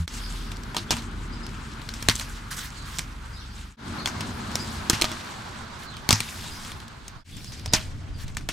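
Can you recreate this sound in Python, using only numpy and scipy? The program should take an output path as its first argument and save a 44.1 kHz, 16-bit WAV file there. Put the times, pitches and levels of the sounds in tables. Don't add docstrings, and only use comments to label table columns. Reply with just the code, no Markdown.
import sys
import numpy as np
from scipy import signal
from scipy.io import wavfile
from scipy.ndimage import uniform_filter1d

SR = 44100
rng = np.random.default_rng(int(sys.argv[2]) if len(sys.argv) > 2 else 0)


def generate_wav(sig):
    pcm = np.round(np.clip(np.atleast_2d(sig).T, -1, 1) * 32767).astype(np.int16)
    wavfile.write(sys.argv[1], SR, pcm)


def volts_from_decibels(level):
    exponent = np.asarray(level, float) / 20
    return 10 ** exponent


N = 375732


def rms_one(x):
    return x / np.sqrt(np.mean(x ** 2) + 1e-20)


def in_time(rows):
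    seconds, *columns = np.transpose(rows)
    return [np.interp(np.arange(N) / SR, seconds, column) for column in columns]


# time in seconds, fade out before it in seconds, fade in after it in seconds.
JOINS = [(0.068, 0.096, 0.069), (3.767, 0.11, 0.11), (7.241, 0.074, 0.1)]


def passage_number():
    return np.searchsorted([join[0] for join in JOINS[1:]], np.arange(N) / SR)


def by_passage(tables):
    return [np.choose(passage_number(), column) for column in zip(*map(in_time, tables))]


def at_hz(points, hz):
    points = np.array(points)
    return np.interp(np.log(hz), np.log(points[:, 0]), points[:, 1])


def drift(rate_hz):
    pole = np.exp(-80 * np.pi * rate_hz / SR)
    slow = signal.lfilter([1], [1, -2 * pole, pole ** 2], rng.standard_normal(N // 40 + 2002))
    slow = rms_one(slow[2000:])
    return np.interp(np.arange(N) / 40, np.arange(len(slow)), slow)


def ring(force, hz, t60):
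    decay = volts_from_decibels(-60 / (max(t60, .003) * SR))
    turn = 2 * np.pi * hz / SR
    return signal.lfilter([0, np.sin(turn)], [1, -2 * decay * np.cos(turn), decay ** 2], force + 1e-18)


def panned(pan_db):
    return volts_from_decibels(np.multiply.outer([.5, -.5], pan_db))


def banded(spectrum, likeness, patchy_db, grain_db=0., grains_per_s=3000.):
    white = rng.standard_normal((2, 2, N))
    grains = (rng.random(N) < grains_per_s / SR) * rng.exponential(1, N)
    grain_swell = np.minimum(uniform_filter1d(grains, size=20) * 8, 3)
    white = white * volts_from_decibels(grain_db * grain_swell)
    lowest, highest = spectrum[0][0], spectrum[-1][0]
    edges = lowest * 2 ** np.arange(0, np.log2(highest / lowest) + .5, .5)
    out, together = 0, drift(10.8)
    for k, (low, high) in enumerate(zip(edges, np.minimum(edges[1:], .45 * SR))):
        band = signal.butter(2, [low, high], "band", fs=SR, output="sos")
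        mid, side = signal.sosfilt(band, white[k % 2])
        hz = np.sqrt(low * high)
        alike = np.clip(at_hz(likeness, hz), 0, .999)
        flicker_db = patchy_db * (0.79 * together + drift(18.0))
        gain = volts_from_decibels(at_hz(spectrum, hz) + flicker_db)
        out = out + gain * (np.sqrt(1 + alike) * mid + np.sqrt(1 - alike) * side * [[1], [-1]])
    return rms_one(out)


# time in seconds, tyre roar in dB, low rumble in dB, tyre pan in dB (left over right).
PASSING = [
    [(0.16, -44, -0.5, 2.5), (1.0, -43.5, 2.5, 2.5), (1.9, -44, 0, 3.5), (2.7, -45, -5, 0),
     (2.95, -45, -4, -2), (3.62, -48.5, -6.5, 0.5)],
    [(3.9, -37, 3.5, 2), (4.5, -38.5, 3.5, 2.5), (5.0, -36.5, 0, 0.5), (5.35, -38.5, -4, -0.5),
     (5.9, -43, -5, -4), (6.35, -43, -4, 0.5), (6.7, -44, -4, -0.5), (7.1, -49, -12.5, -3.5)],
    [(7.38, -56, -3.5, 5), (7.7, -48.5, 0.5, 0.5), (8.52, -54, -1.5, -1)],
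]
# road rumble in dB, car-body boom in dB, hum in dB (moves with the boom), wind in dB, wind rise in dB/s.
STREET_BED = [(-40.5, -48, -49.5, -54, -1.5), (-40.5, -47.5, -45, -59.5, 3.5), (-38, -54, -65, -45, 8)]
# frequency in Hz, relative density in dB per Hz.
RUMBLE_COLOUR = [(26, -24), (45, -9.5), (92, -2), (260, -18.5), (340, -47), (570, -120)]
BOOM_COLOUR = [(100, -23), (170, -1), (226, -4), (280, 4.5), (492, -25.5), (560, -22), (730, -43),
               (1230, -120)]
WIND_COLOUR = [(18, 3.5), (32, -7), (60, -9.5), (100, -11)]
TYRE_COLOURS = [
    [(290, -51), (500, -5), (661, -10), (833, -2), (1350, 1), (1980, -7.5), (3890, -12.5), (5000, -6),
     (6500, -49), (11000, -120)],
    [(290, -2), (500, -7), (578, -21), (764, 6), (1020, -1.5), (1220, 2), (2400, -12.5), (5000, -10),
     (6500, -34), (11000, -120)],
    [(290, -42), (500, -7), (612, -12), (749, -5), (1020, -9), (1460, -8.5), (5000, -20.5), (6500, -23),
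     (11000, -120)],
]
# frequency in Hz, left-right likeness (1 is mono).
TYRE_LIKENESS = [(60, 0.96), (150, 0.93), (380, 0.078), (950, 0.2), (2380, 0.4), (5980, 0.23),
                 (15000, 0.91)]
RUMBLE_FOLLOWS, BOOM_FOLLOWS = 0.64, 1.41
HUM_HZ, HUM_WIDTH_HZ = 227.3, 14


def traffic():
    tyre_db, lows_db, pan_db = by_passage(PASSING)
    passage = passage_number()
    rumble_db, boom_db, hum_db, wind_db, wind_rise = np.transpose(STREET_BED)[:, passage]
    rumble = banded(RUMBLE_COLOUR, [(50, 1.0), (250, 0.79)], patchy_db=1.0)
    rumble = volts_from_decibels(rumble_db + RUMBLE_FOLLOWS * lows_db) * rumble
    boom = volts_from_decibels(boom_db) * banded(BOOM_COLOUR, [(200, 1.0), (500, 0.78)], patchy_db=1.0)
    hum_t60 = np.log(1000) / (np.pi * HUM_WIDTH_HZ)
    boom += volts_from_decibels(hum_db) * rms_one(ring(rng.standard_normal(N), HUM_HZ, hum_t60))
    since_join = np.arange(N) / SR - np.transpose(JOINS)[0][passage]
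    wind_db = wind_db + wind_rise * since_join + 2.0 * drift(4.1)
    wind = volts_from_decibels(wind_db) * banded(WIND_COLOUR, [(20, 0.57), (100, 0.27)], patchy_db=3.0)
    tyres = [banded(colour, TYRE_LIKENESS, patchy_db=1.04) for colour in TYRE_COLOURS]
    tyres = volts_from_decibels(tyre_db) * panned(pan_db) * np.choose(passage, tyres)
    return rumble + volts_from_decibels(BOOM_FOLLOWS * lows_db) * boom + wind + tyres


# frequency in Hz, peak level in dB.
MOTOR_NOTE = [(80, -16.5), (167, -24.5)]
IDLE_HZ, IDLE_DB, IDLE_FADE_DB_PER_S = 41, -38.5, 1.5
DRONE_HZ, DRONE_DB, DRONE_RISE_DB_PER_S = 62.8, -51, 2.0
THROB_S, THROB_TOP_S, THROB_DEPTH, THROB_DIES_S = .93, 0.36, 0.99, 1.7


def engines():
    t = np.arange(N) / SR
    throb_depth = THROB_DEPTH * np.exp(-t / THROB_DIES_S)
    throb = 1 + throb_depth * np.cos(2 * np.pi * (t - THROB_TOP_S) / THROB_S)
    idle_db = IDLE_DB - IDLE_FADE_DB_PER_S * t + 0.57 * drift(3)
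    idle = throb * volts_from_decibels(idle_db) * np.sin(2 * np.pi * IDLE_HZ * t)
    drone_db = DRONE_DB + DRONE_RISE_DB_PER_S * t + .9 * drift(5.2)
    drone = volts_from_decibels(drone_db) * np.sin(2 * np.pi * np.cumsum(DRONE_HZ + 0.93 * drift(2.54)) / SR)
    opening = sum(volts_from_decibels(db) * np.sin(2 * np.pi * (hz * t + rng.random())) for hz, db in MOTOR_NOTE)
    first_join, second_join = JOINS[0][0], JOINS[1][0]
    running = (t > first_join) * (t < second_join)
    return np.sqrt(2) * (idle + drone) * running + opening * (t < first_join)


# start in seconds, length in seconds, first Hz, last Hz, level in dB before the bird mix.
CHIRPS = [(0.23, 0.025, 4800, 5120, -41), (0.888, 0.022, 3200, 3450, -39),
          (1.319, 0.025, 4700, 5000, -45.5), (1.421, 0.031, 4800, 5160, -45.5),
          (2.745, 0.06, 4550, 3930, -47), (3.323, 0.043, 4700, 5030, -50), (3.36, 0.042, 3870, 4530, -48),
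          (3.976, 0.033, 3900, 4600, -39.5), (4.582, 0.039, 4960, 5100, -38),
          (5.849, 0.057, 4560, 3790, -45), (5.917, 0.036, 3600, 2800, -45), (6.508, 0.018, 4950, 4930, -42),
          (7.3, 0.074, 3470, 3450, -51.5), (7.471, 0.012, 5180, 4970, -42),
          (7.67, 0.036, 4400, 5300, -43.5), (8.125, 0.06, 4700, 4500, -55), (8.195, 0.034, 3520, 3570, -60)]
# middle in seconds, half length in seconds, level in dB before the bird mix.
TWITTER = [(.25, 0.24, -52), (2.8, .07, -57), (3.383, .06, -53.5), (3.513, .08, -59), (4.2, .4, -61.5),
           (6.45, 0.26, -61.5), (7.5, 0.4, -57)]


def birds():
    out, rasp_hz = np.zeros(N + SR), 135. * drift(120)
    for start_s, length, from_hz, to_hz, db in CHIRPS:
        part, start = np.linspace(0, 1, int(length * SR)), int(start_s * SR)
        during = slice(start, start + len(part))
        hz = from_hz + (to_hz - from_hz) * part + rasp_hz[during]
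        out[during] += volts_from_decibels(db) * np.sin(np.pi * part) * np.sin(2 * np.pi * np.cumsum(hz) / SR)
    out, t = out[:N], np.arange(N) / SR
    flock = sum(volts_from_decibels(db) * np.exp(-((t - middle) / half) ** 2) for middle, half, db in TWITTER)
    for voice_hz in (3450, 4300, 4700, 5100):
        singing = np.clip(drift(35), 0, 1.5)
        hz = voice_hz + 300. * drift(40) + rasp_hz
        out = out + flock * singing * np.sin(2 * np.pi * np.cumsum(hz) / SR)
    lag = np.arange(SR // 4)
    echoes = rng.standard_normal((2, len(lag))) * volts_from_decibels(-25 - 60 * lag / (.3 * SR))
    return .7 * out + signal.fftconvolve(out[None], echoes, axes=1)[:, :N]


# start in seconds, end in seconds.
RAIL_TIMES = [(.74, 2.0), (4.89, 5.98), (7.65, 8.52)]


def on_rail(s):
    return np.searchsorted(np.ravel(RAIL_TIMES), s) % 2 == 1


# frequency in Hz, level in dB re the knock, t60 in seconds. 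Pebbles borrow only the frequencies.
BOOT_MODES = [(1870, -20, 0.015), (2406, -12.5, 0.012), (2800, -16, 0.0071), (3450, -1, 0.0058),
              (4220, 4, 0.0034), (4800, -10.5, 0.0077), (5420, 4.5, 0.0027), (6440, 5.5, 0.0023),
              (7580, 4, 0.0047), (8600, -1.5, 0.0067), (9700, -36.5, 0.0047), (13300, -10, 0.0049)]


def pebbles(level_db, per_s):
    size = volts_from_decibels(5 * np.minimum(rng.exponential(1, N), 2))
    clicks = (rng.random(N) < per_s / SR) * size
    dealt = rng.integers(1, len(BOOT_MODES) - 2, N)
    ticks = sum(ring(clicks * (dealt == k), hz, 22 / hz) for k, (hz, _, _) in enumerate(BOOT_MODES))
    return volts_from_decibels(level_db) * ticks


# time in seconds, rolling level in dB.
ROLLING_LEVEL = [
    [(0.16, -43), (0.44, -48), (0.6, -55.5), (0.8, -52.5), (1.3, -53), (1.78, -51.5), (2.09, -44),
     (2.17, -40), (2.45, -53), (2.72, -49.5), (3.2, -55.5), (3.45, -54), (3.65, -53.5)],
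    [(3.85, -51.5), (4.45, -48), (4.63, -43), (4.9, -47.5), (5.05, -40), (5.44, -49), (5.65, -53),
     (6.07, -57.5), (6.2, -38.5), (6.7, -45), (6.86, -60), (7.1, -61.5)],
    [(7.3, -47.5), (7.6, -49), (7.7, -63), (7.8, -42), (7.93, -56.5), (8.13, -62), (8.21, -50), (8.36, -64)],
]
# start in seconds, end in seconds, level in dB at the start, level in dB at the end.
SIDE_SCUFFS = [(2.504, 2.575, -35.5, -38), (2.562, 2.705, -33.5, -43.5), (2.85, 2.997, -44, -43),
               (5.785, 5.872, -50, -41), (8.18, 8.254, -50, -43)]
# frequency in Hz, relative density in dB per Hz.
ROLLING_COLOUR = [(1060, -16), (1800, -2), (2830, -3), (3190, -0.5), (5010, -6), (5730, 3), (9000, -12.5),
                  (11700, -44), (19800, -120)]
GRIT_COLOUR = [(2940, -57), (5000, 7), (7270, -20), (8120, 4), (11500, 0.5), (15100, -9), (16300, -22),
               (16500, -65)]
SCUFF_COLOUR = [(530, -38), (900, -18), (1220, -5), (2120, -1.5), (2500, -11.5), (3640, -5), (8050, -10),
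                (13400, -20), (16000, -15)]
GRIT_DB, GRIT_RAIL_DB = -7.5, -11.5


def skates():
    rolling_db, = by_passage(ROLLING_LEVEL)
    t, drag = np.arange(N) / SR, np.zeros(N)
    grit_db = rolling_db + np.where(on_rail(t), GRIT_RAIL_DB, GRIT_DB)
    rolling = banded(ROLLING_COLOUR, [(2000, .7), (9000, .8)], patchy_db=2.5, grain_db=5.5, grains_per_s=400.)
    grit = banded(GRIT_COLOUR, [(5000, .7), (16000, .5)], patchy_db=1.5, grain_db=3.0, grains_per_s=400.)
    ticks = pebbles(rolling_db, per_s=140)
    for start, end, start_db, end_db in SIDE_SCUFFS:
        edge = np.clip(np.minimum((t - start) / .008, (end - t) / 0.027), 0, 1)
        drag += edge * volts_from_decibels(np.interp(t, [start, end], [start_db, end_db]))
    scuff = banded(SCUFF_COLOUR, [(1000, .7), (16000, .7)], patchy_db=2.0, grain_db=5.0, grains_per_s=500.)
    return volts_from_decibels(rolling_db) * rolling + volts_from_decibels(grit_db) * grit + drag * scuff + ticks


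# time in seconds, strength in dB, favoured frequency in Hz, tail in dB re strength.
BLOWS = [(0.0775, -2.5, 3660, -31.5), (0.1394, -25, 3200, -18), (0.5167, -22.5, 3030, -19),
         (0.568, -31, 5020, -23), (0.634, -30.5, 5300, -33), (0.7458, -16.5, 2310, -21.5),
         (0.7661, -9, 3400, -20.5), (0.778, -23, 3000, -24), (0.9067, -10, 5300, -10),
         (0.9169, -10.5, 2860, -35), (0.9376, -21, 2810, -32), (0.967, -17, 2810, -25),
         (0.991, -28, 2830, -24), (1.02, -27.5, 2830, -15), (1.465, -25.5, 4670, -26),
         (1.8166, -32, 4300, -15), (1.8893, -23, 4300, -22), (1.9379, -24.5, 5400, -14),
         (2.025, -13.5, 2780, -28), (2.0858, 1.5, 4000, -28), (2.0961, -9.5, 4130, -18.5),
         (2.154, -21, 7000, -30), (2.1612, -22, 7370, -39), (2.1904, -26, 4040, -24),
         (2.1960, -14.5, 4000, -26), (2.208, -20, 1740, -15), (2.985, -16.5, 5870, -16),
         (2.9914, -5, 2030, -41), (4.058, -11, 3360, -22.5), (4.0734, -8.5, 2600, -25),
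         (4.207, -13, 2950, -26), (4.5152, -25, 3300, -24), (4.5547, -10.5, 5150, -20),
         (4.8977, -1, 6050, -18.5), (4.93, -10.5, 1630, -13.5), (5.0135, -11.5, 5500, -18),
         (5.0198, -5, 4080, -22), (5.0426, -6.5, 2500, -21.5), (5.1155, -18.5, 3440, -18),
         (5.967, -27, 3800, -19), (6.0899, -1.5, 5100, -23.5), (6.1068, 1, 5070, -21),
         (6.1275, -1.5, 5070, -20.5), (6.2038, -6, 3070, -31), (6.648, -24, 3200, -20),
         (6.7174, -21.5, 3130, -30), (6.8008, -32, 4240, -22), (6.88, -33, 5000, -30),
         (7.08, -28, 6360, -24), (7.367, -32, 8000, -14), (7.444, -28.5, 5200, -31), (7.52, -30, 3080, -15),
         (7.595, -35, 5230, -20), (7.659, -19, 4870, -20), (7.7263, -16, 2260, -27),
         (7.735, -0.5, 5640, -16.5), (8.2796, -32.5, 5000, -13), (8.3482, -36, 4690, -28),
         (8.3688, -11, 2580, -28), (8.4085, -30, 2500, -16), (8.4883, -6, 2600, -25)]
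# time in seconds, thump in dB re strength.
DEEP_THUMPS = [(.9166, -14), (.9376, -10), (2.0858, -17.5), (4.931, -10), (6.0901, -16.5), (6.1278, -13),
               (7.735, -18.5)]
# frequency in Hz, level in dB re the wood or thump level, t60 in seconds.
WOOD_MODES = [(340, -11.5, 0.078), (460, -16.5, 0.056), (631, -23, 0.25), (758, -12, 0.047),
              (975, -6, 0.032), (1242, -11, 0.052)]
THUMP_MODES = [(108.3, -6.5, 0.22), (161, 3, 0.045), (231.5, -5, 0.093), (375, -4.5, 0.023)]
# frequency in Hz, relative density in dB per Hz.
TAIL_COLOUR = [(590, -18), (1000, -2), (2080, -1.5), (2590, -1.5), (3670, -2), (5630, -2.5), (12700, -20),
               (15100, -38), (16000, -55.5)]
LOCK_S = .3
WOOD_LOCK_DB, WOOD_RAIL_DB, WOOD_GROUND_DB = -11.5, -22, -33
THUMP_STEP_DB = -26.5
CRACK_S, RATTLE_S = 0.00086, 0.005
TAIL_T60_S = .17


def knocks():
    s, strength_db, centre_hz, tail_db = np.transpose(BLOWS)
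    rail_db = np.where(on_rail(s - LOCK_S), WOOD_RAIL_DB, WOOD_LOCK_DB)
    wood_db = np.where(on_rail(s), rail_db, WOOD_GROUND_DB)
    thump_db = np.full(len(s), float(THUMP_STEP_DB))
    for deep_s, db in DEEP_THUMPS:
        thump_db[np.argmin(np.abs(s - deep_s))] = db
    at, lag = np.round(s * SR).astype(int), np.arange(400)
    chance = rng.standard_normal((len(s), len(BOOT_MODES) + len(WOOD_MODES) + len(THUMP_MODES)))

    noise = rng.standard_normal((3, len(s), 400))
    noise = noise[0] + 0.51 * noise[1:]
    lag = lag / np.clip(1 - strength_db / 37.0, 1, 3)[:, None]
    shape = np.exp(-lag / (CRACK_S * SR)) + 0.15 * np.exp(-lag / (RATTLE_S * SR))
    crack = noise * shape * np.minimum(lag / 31.5, 1)
    crack = crack / np.sqrt(np.sum(crack ** 2, axis=2, keepdims=True))
    crack[..., 24] += .22

    out, during = np.zeros((2, N + 999)), at[:, None] + np.arange(400)
    for k, (hz, db, t60) in enumerate(BOOT_MODES + WOOD_MODES):
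        octaves_away = np.abs(np.log2(hz / centre_hz))
        near_db = 9 * np.exp(-(octaves_away / .22) ** 2) - 6 * octaves_away - 10
        material_db = near_db if k < len(BOOT_MODES) else wood_db
        mode_db = strength_db + db + material_db + 2. * chance[:, k]
        force = np.zeros((2, N + 999))
        for ear in range(2):
            np.add.at(force[ear], during, volts_from_decibels(mode_db)[:, None] * crack[ear])
        out += ring(force, hz, t60)

    push = np.hanning(120) / 60
    for k, (hz, db, t60) in enumerate(THUMP_MODES):
        force = np.zeros(N + 999)
        force[at + 60] = volts_from_decibels(strength_db + thump_db + db + 0.64 * chance[:, -1 - k])
        out += ring(np.convolve(force, push)[:N + 999], hz, t60)

    power = np.zeros(N + 999)
    power[at + 90] = volts_from_decibels(2 * (strength_db + tail_db))
    fall = volts_from_decibels(-2 * 60 / (TAIL_T60_S * SR))
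    envelope = np.sqrt(signal.lfilter([1], [1, -fall], power + 1e-18))[:N]
    tail = banded(TAIL_COLOUR, [(500, .6), (9000, .8)], patchy_db=3.0, grain_db=5.0, grains_per_s=450.)
    return out[:, :N] + envelope * tail


# time in seconds, pan in dB (left over right).
SKATER_PLACE = [(0.16, 0), (1.9, 0.5), (2.4, -1.5), (3.0, -1.5), (3.7, 1), (3.85, 1.5), (4.9, -0.5),
                (6.1, 0.5), (6.7, 0.5), (7.1, 2), (7.4, 0), (7.75, -1.5), (8.5, 1)]


def scene():
    skater = panned(in_time(SKATER_PLACE)[0]) * (skates() + knocks())
    return traffic() + engines() + birds() + skater


def band_limit(x):
    return signal.sosfilt(signal.butter(12, 16650, fs=SR, output="sos"), x)


def record(dry):
    t, fade = np.arange(N) / SR, np.ones(N)
    for join_s, out_s, in_s in JOINS:
        fade *= np.clip(np.maximum((join_s - t) / out_s, (t - join_s) / in_s), .01, 1)
    rounded = .9 * np.tanh(dry * fade / .9)
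    top_cut = signal.cheby2(10, 50, 16600, fs=SR, output="sos")
    return band_limit(signal.sosfilt(top_cut, rounded))


dry = scene()
out = record(dry)
generate_wav(out)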